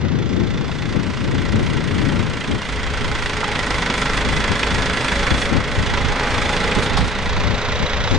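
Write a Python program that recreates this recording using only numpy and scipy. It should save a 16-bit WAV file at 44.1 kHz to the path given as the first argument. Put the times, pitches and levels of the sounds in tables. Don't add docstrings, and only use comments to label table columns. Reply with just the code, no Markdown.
import sys
import numpy as np
from scipy import signal
from scipy.fft import rfft, irfft, next_fast_len
from scipy.io import wavfile
from scipy.ndimage import map_coordinates

SR = 44100
rng = np.random.default_rng(int(sys.argv[2]) if len(sys.argv) > 2 else 0)


def to_wav(s):
    ch = np.atleast_2d(s).T
    pcm = np.round(np.clip(ch, -1, 1) * 32767)
    wavfile.write(sys.argv[1], SR, pcm.astype(np.int16))


N = 360738
TIME = np.arange(N) / SR

# t/s, firing rate/Hz
FIRING_RATE = [(0.0, 28.414), (0.9, 28.517), (2.0, 28.319), (3.1, 28.103), (3.5, 26.89), (3.85, 25.395),
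               (4.3, 26.159), (4.7, 26.29), (5.05, 27.019), (5.4, 26.75), (5.8, 27.038), (6.5, 27.027),
               (6.95, 27.232), (7.15, 28.122), (7.55, 27.998), (7.8, 28.571), (8.18, 27.489)]
CYLINDER_DB = [-.6, 0, .7]
# t/s, level/dB
FORKLIFT_LEVEL = [(0, -37.5), (1.6, -31.5), (2.6, -31), (3.5, -26), (4.05, -24), (4.9, -24.5), (5.3, -23.5),
                  (5.66, -29), (5.9, -25.5), (6.35, -25), (6.7, -24), (7.0, -26.5), (7.1, -28.5),
                  (8.18, -26.5)]
# t/s, lag of the left port/s
LEFT_LAG = [(0, 5e-5), (.8, 1.7e-5), (2, 2e-6), (5, -2e-6), (6, 9e-6), (7, 1e-6), (7.5, 3.5e-5),
            (8.18, 4.7e-5)]
# f/Hz, gain/dB
OFF_AXIS = [(180, 2), (290, -7), (350, -2), (440, 2), (600, 2), (800, 1.5), (2000, -1), (4000, 1),
            (6500, 2.5), (8000, -3.5), (10500, -29)]
# f/Hz, likeness/0-1, left minus right/dB
PORT_IMAGE = [(100, 1, -1.5), (600, 0.98, -2), (1100, 0.93, -0.5), (2030, 0.92, -5), (3220, 0.82, -4),
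              (5100, 0.73, -0.5), (8600, 1, -0.5)]
# f/Hz, level/dB
KNOCK_SPECTRUM = [(60, -3), (140, 6), (250, -0.5), (400, -1), (680, -6), (900, 1), (1300, -2), (2200, -0.5),
                  (2700, -4), (3500, -6), (5000, -10), (7000, -17.5), (10000, -75)]
TICK_SPECTRUM = [(1500, -19), (3500, 1), (5000, 1.5), (6500, -2), (9000, -2.5), (10500, -37), (12000, -56)]
DRONE_SPECTRUM = [(60, -16), (130, -14), (250, -0.5), (340, -3.5), (520, -1.5), (700, -2.5), (1100, -1.5),
                  (2000, -1.5), (4000, -3.5), (9000, -41)]
# f/Hz, width/Hz, boost/dB
BLOCK_MODES = [(1025, 69, 4.5), (1361, 36, 9.5), (1514, 57, 6.5), (1917, 42, 7.5), (2023, 37, 8),
               (3320, 50, 4.5)]
HOUSING_MODES = [(224, 28, 5), (253, 16, 9.5), (424, 17, 11), (492, 26, 8.5), (567.5, 17, 8)]
# f/Hz, width/Hz, level against the knock/dB, facing at t/s, spread/s, buzz between firings/dB
PANEL_MODES = [(426, 18, -10.5, 3.15, .45, 6), (455, 90, -3.5, 6.76, .22, 6), (560, 8, -14, 5.4, .4, 6),
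               (827, 24, -8.5, 6.55, .7, 6), (840, 50, -12, 3.4, .4, 3), (1704, 20, -12, 4.9, .7, 0),
               (2835, 80, -13.5, 2, 1.2, -6), (3175, 60, -14, 2.4, 1.4, -6), (3490, 130, -8.5, .5, .4, -12),
               (3620, 50, -15, 7.2, .5, -3), (3840, 110, -11.5, 7.9, 1.0, -14)]
# t/s, f/Hz, level against the knock/dB
STEEL_RING = [(1, 3470, -17), (3.5, 3420, -18), (4.3, 3430, -14), (5.2, 3440, -12), (5.6, 3380, -16),
              (5.95, 3385, -11.5), (6.25, 3440, -17), (6.55, 3470, -11.5), (7, 3450, -18),
              (8.18, 3440, -14)]
# multiple of the firing rate, level side on/dB, level mast on/dB
EXHAUST_HARMONICS = [(1, -3.5, 0.5), (2, -2.5, -1), (3, -10, -8.5), (4, -9.5, -9.5), (5, -6.5, -14),
                     (6, -13.5, -15), (7, -8, -5.5), (8, -9.5, -10), (10, -13, -20), (12, -16, -23)]
# t/s, relative level/dB, f/Hz, t60/s
HARD_KNOCKS = [(0.693, 5, 780, 0.027), (.822, -3, 2700, 0.038), (2.442, 0, 2010, .04),
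               (3.429, 2, 1100, 0.057), (3.555, -3, 2980, 0.045), (4.442, -1, 1700, .04),
               (4.63, 6.5, 2550, 0.031), (5.081, -0.5, 2000, .04), (5.118, -0.5, 1510, 0.064),
               (5.266, 2.5, 1700, 0.068), (6.271, 2, 1300, 0.038), (6.419, 2, 1500, .04),
               (6.716, 1.5, 1900, .05), (6.968, -5, 4200, 0.18), (6.973, -0.5, 940, .14),
               (6.985, -3, 173, .16)]
# t/s, level/dB
STONE_CRUNCHES = [(6.827, -30), (6.971, -28)]
# f/Hz, level/dB
GRIT_SPECTRUM = [(400, -32), (1500, -9.5), (4000, 0.5), (7000, -3.5), (9500, -7.5), (12000, -26.5)]
# t/s, relative level/dB
BREEZE_LEVEL = [(0, -25), (.48, -20.5), (.72, -31), (1.15, -28.5), (1.34, -24.5), (2.15, -23.5),
                (2.4, -31.5), (2.8, -42), (4.3, -40.5), (5.15, -46), (6.0, -38), (7.3, -47), (8.18, -45)]
# t/s, length/s, relative flutter/dB, relative low push/dB, left minus right/dB
GUST_EVENTS = [(0.027, 0.054, -22.5, -35, 12), (0.935, 0.081, -22, -28, 18), (1.328, 0.055, -22.5, -33, 9),
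               (1.531, 0.11, -23.5, -28, 5), (1.944, 0.3, -26, -26.5, 12), (2.467, 0.11, -23.5, -30, 6),
               (3.005, 0.13, -31, -35, 7), (4.24, 0.19, -29, -27.5, 8), (4.493, 0.044, -21, -22.5, 19),
               (4.713, 0.12, -30, -31.5, 16), (5.304, 0.036, -18.5, -18, 7), (5.504, 0.1, -19.5, -31, 14),
               (5.769, 0.08, -25, -22.5, 4), (5.86, .27, -33.5, -25, -8), (6.29, 0.17, -42, -29.5, 15),
               (6.757, 0.04, -20.5, -24, -15), (6.898, 0.19, -29.5, -22.5, -23), (7.36, 0.049, -32, -22, 7),
               (7.434, 0.13, -27, -22.5, 17), (7.793, 0.054, -24, -21.5, 13), (7.916, 0.28, -45, -27, 3),
               (8.106, 0.063, -20, -20, 15)]
# f/Hz, level/dB
BREEZE_SPECTRUM = [(30, -24), (90, 1.5), (160, 0.5), (240, -2.5), (350, -8), (500, -15), (800, -33),
                   (2000, -33), (6000, -93)]
GUST_SPECTRUM = [(30, -17), (90, -1), (150, -1), (240, -2.5), (350, -10.5), (500, -15.5), (800, -28),
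                 (2000, -29), (6000, -95)]
EDDY_SPECTRUM = [(8, 4.5), (25, -4), (60, 5.5), (100, 2), (160, -9), (300, -34), (1000, -99)]

# side on/dB, mast on/dB, dB per dB of forklift level
KNOCK_MIX, TICK_MIX = (1.32, 0.37, 1), (-11.5, -13, 1)
DRIVE_MIX, EXHAUST_MIX = (-7.5, -3.5, 0.79), (-.3, -1.7, 0.92)
USUAL_DB = -24
TURN_MIDDLE_S, TURN_S = 5.72, 2.7
CRACK_DB, SLAP_DB, TAP_DB = -4.7, -13.5, -9
FREE_RATE_HZ, HARDEN_DB_PER_HZ = 28.5, .4
PANEL_WAVER, PANEL_AWAY_DB = .004, -15
EDDY_DB, EDDY_SWING_DB, BREEZE_SWING_DB = -32.5, 3.5, 2
GEAR_ORDER = 21
TOP_HZ = 11600


def diesel_knock(cycle, level_db):
    crack = blows(cycle, place=.07, rise=.0005, t60=.04, scatter_db=1.5, jitter=.0004)
    knock = blows(cycle, place=.01, rise=.0035, t60=.125, scatter_db=.7, jitter=.0005)
    slap = blows(cycle, place=.4, rise=.0005, t60=.04, scatter_db=2, jitter=.002)
    tap = blows(cycle, place=.76, rise=.001, t60=.11, scatter_db=1.2, jitter=.003)
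    crack_db = CRACK_DB + HARDEN_DB_PER_HZ * (FREE_RATE_HZ - curves(FIRING_RATE)[0])
    power = knock + amp(crack_db) ** 2 * crack + amp(SLAP_DB) ** 2 * slap + amp(TAP_DB) ** 2 * tap
    grain = amp(1.2 * wobble(700))
    force = np.sqrt(power) * grain * port_noise()
    block = body(force, KNOCK_SPECTRUM, BLOCK_MODES)
    return amp(level_db) * (block + panels(crack) + thin_ring(crack))


def panels(crack):
    out = np.zeros((2, N))
    hiss = port_noise()
    waver = 1 + PANEL_WAVER * wobble(5)
    for hz, width_hz, db, facing_s, spread_s, buzz_db in PANEL_MODES:
        shake = np.sqrt(crack + amp(buzz_db) ** 2) * hiss
        facing = np.exp(-((TIME - facing_s) / spread_s) ** 2)
        out += amp(db) * np.maximum(facing, amp(PANEL_AWAY_DB)) * resonance(shake, hz * waver, width_hz)
    return out


def thin_ring(crack):
    hz, db = curves(STEEL_RING)
    return amp(db) * resonance(np.sqrt(crack + 2) * port_noise(), hz, width_hz=70)


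def exhaust(cycle, level_db):
    note = np.zeros(N)
    for multiple, side_db, mast_db in EXHAUST_HARMONICS:
        gain = amp(turning(side_db, mast_db) + 3.5 * wobble(11))
        phase = 2 * np.pi * multiple * cycle + rng.uniform(0, 2 * np.pi)
        note += gain * np.sin(phase + .5 * wobble(11))
    return amp(level_db - 1.5) * unit(note)


def drive_train(cycle, level_db, size=600):
    teeth = irfft(np.exp(2j * np.pi * rng.random(size // 2 + 1)))
    position = (cycle + .006 * wobble(8)) * size / 3
    force = unit(map_coordinates(teeth, [position], mode="grid-wrap"))
    fan = port_noise()
    push = fan + amp(-3 + 1.5 * wobble(4)) * force
    whine_db = level_db + turning(-18, -9.5) + 3 * wobble(9)
    whine = amp(whine_db) * np.sin(2 * np.pi * cycle * GEAR_ORDER + 1.2 * wobble(22))
    return amp(level_db + 4.5) * body(push, DRONE_SPECTRUM, HOUSING_MODES) + whine


def injectors(cycle, level_db):
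    ticks = blows(cycle, place=-.005, rise=.0014, t60=.058, scatter_db=1.4, jitter=.0005)
    force = np.sqrt(ticks + amp(-13)) * amp(0.52 * wobble(900)) * port_noise()
    return amp(level_db - 3) * body(force, TICK_SPECTRUM)


def hard_knocks(level_db):
    out = np.zeros((2, N))
    hiss = port_noise()
    for s, db, hz, t60 in HARD_KNOCKS:
        span = slice(int(s * SR), int(s * SR) + SR // 8)
        band = signal.butter(2, [hz / 1.3, hz * 1.3], "band", fs=SR, output="sos")
        ring = unit(signal.sosfilt(band, hiss[:, span])) + 0.12 * unit(hiss[:, span])
        out[:, span] += amp(db + 10.5) * ring * strike(TIME[span] - s, rise=0.0017, t60=t60)
    return amp(level_db) * filtered(out, lambda f: 1 / (1 + (f / 6000) ** 4))


def tyres(level_db):
    crunch = sum(amp(db) * strike(TIME - s, rise=0.0018, t60=0.12) for s, db in STONE_CRUNCHES)
    grit = body(amp(0.99 * wobble(1200)) * port_noise(), GRIT_SPECTRUM)
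    rolling = amp(level_db - 18.5 + 2.95 * wobble(12))
    return grit * (crunch + rolling)


def wind():
    breeze_db = curves(BREEZE_LEVEL)[0] + BREEZE_SWING_DB * wobble(12)
    breeze = leaning(lean_db=9.5) * amp(breeze_db) * turbulence(BREEZE_SPECTRUM)
    flutter_power = np.zeros((2, N))
    push_power = (leaning(lean_db=2) * amp(EDDY_DB + EDDY_SWING_DB * wobble(7.4))) ** 2
    rise_s, fall_s = 0.012, 0.054
    for s, length, flutter_db, push_db, lean_db in GUST_EVENTS:
        envelope = np.clip(np.minimum((TIME - s) / rise_s, .5 + (s + length - TIME) / fall_s), 0, 1)
        power = (leaning(lean_db) * envelope) ** 2
        flutter_power += amp(flutter_db) ** 2 * power
        push_power += amp(push_db) ** 2 * power
    flutter = np.sqrt(flutter_power) * turbulence(GUST_SPECTRUM)
    push = np.sqrt(push_power) * turbulence(EDDY_SPECTRUM)
    return amp(3.5) * (breeze + flutter) + amp(3) * push


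def turbulence(spectrum):
    return unit(np.tanh(body(rng.standard_normal((2, N)), spectrum) / 2))


def leaning(lean_db):
    return unit(amp(np.array([[lean_db], [-lean_db]]) / 2))


def placed(machine):
    lag, = curves(LEFT_LAG)
    aside = np.clip(lag / lag.max(), 0, 1)
    coloured = filtered(machine, lambda f: amp(along(OFF_AXIS, f)))
    left, right = (1 - aside) * machine + aside * coloured
    return np.array([map_coordinates(left, [(TIME - lag) * SR], mode="nearest"), right])


def part_level(mix):
    side_db, mast_db, growth = mix
    forklift_db, = curves(FORKLIFT_LEVEL)
    return USUAL_DB + growth * (forklift_db - USUAL_DB) + turning(side_db, mast_db)


def turning(side_db, mast_db):
    return side_db + (mast_db - side_db) * np.clip(.5 + (TIME - TURN_MIDDLE_S) / TURN_S, 0, 1)


def port_noise():
    image = np.array(PORT_IMAGE)
    angle = lambda f: np.arccos(np.clip(along(image[:, :2], f), 0, 1)) / 2
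    spread = lambda f: np.array([np.cos(angle(f)), np.sin(angle(f))])
    balance = lambda f: amp(np.outer([1, -1], along(image[:, ::2], f)) / 2)
    mid, side = filtered(rng.standard_normal((2, N)), spread)
    return filtered(np.array([mid + side, mid - side]), balance)


def blows(cycle, place, rise, t60, scatter_db, jitter):
    firings = np.arange(np.ceil(cycle[-1]))
    timing, force = rng.standard_normal((len(firings), 2)).T
    onset_s = np.interp(firings + place, cycle, TIME, right=TIME[-1] + 1) + jitter * timing
    onsets = np.maximum((onset_s * SR).astype(int), 0)
    strength = amp(np.resize(CYLINDER_DB, len(firings)) + scatter_db * force)
    impulses = np.bincount(onsets, strength ** 2, N)[:N]
    power = np.abs(signal.fftconvolve(impulses, strike(TIME[:SR // 5], rise, t60) ** 2)[:N])
    return power / power.mean()


def strike(t, rise, t60):
    t = np.maximum(t, 0)
    return (1 - np.exp(-t / rise)) * amp(-60 * t / t60)


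def body(x, spectrum, modes=()):
    def ring(f):
        return 1 + sum((amp(db) - 1) * 1j * f * width / (hz * hz - f * f + 1j * f * width)
                       for hz, width, db in modes)
    return unit(filtered(x, lambda f: amp(along(spectrum, f)) * ring(f)))


def resonance(x, hz, width_hz):
    carrier = np.exp(2j * np.pi * np.cumsum(hz) / SR)
    lowpass = signal.butter(2, width_hz / 2, fs=SR, output="sos")
    return unit((signal.sosfilt(lowpass, x * carrier.conj()) * carrier).real)


def filtered(x, response):
    size = next_fast_len(N + SR // 4)
    return irfft(rfft(x, size) * response(np.fft.rfftfreq(size, 1 / SR)), size)[..., :N]


def wobble(rate):
    return map_coordinates(rng.standard_normal(int(N * rate / SR) + 4), [TIME * rate])


def curves(rows):
    s, *columns = np.transpose(rows)
    return [np.interp(TIME, s, column) for column in columns]


def along(points, hz):
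    f, values = np.transpose(points)
    return np.interp(np.log(hz + 1), np.log(f + 1), values)


def amp(db):
    return 10 ** (np.asarray(db) / 20)


def unit(x):
    return x / np.sqrt(np.mean(x ** 2) + 1e-20)


def scene():
    cycle = np.cumsum(curves(FIRING_RATE)[0]) / SR - .27
    knock_db = part_level(KNOCK_MIX)
    machine = diesel_knock(cycle, knock_db) + injectors(cycle, part_level(TICK_MIX))
    machine += drive_train(cycle, part_level(DRIVE_MIX)) + exhaust(cycle, part_level(EXHAUST_MIX))
    machine += hard_knocks(knock_db) + tyres(knock_db)
    return placed(machine) + wind()


def record(dry):
    return filtered(dry, lambda f: 1 / np.sqrt(1 + (f / TOP_HZ) ** 80))


dry = scene()
out = record(dry)
to_wav(out)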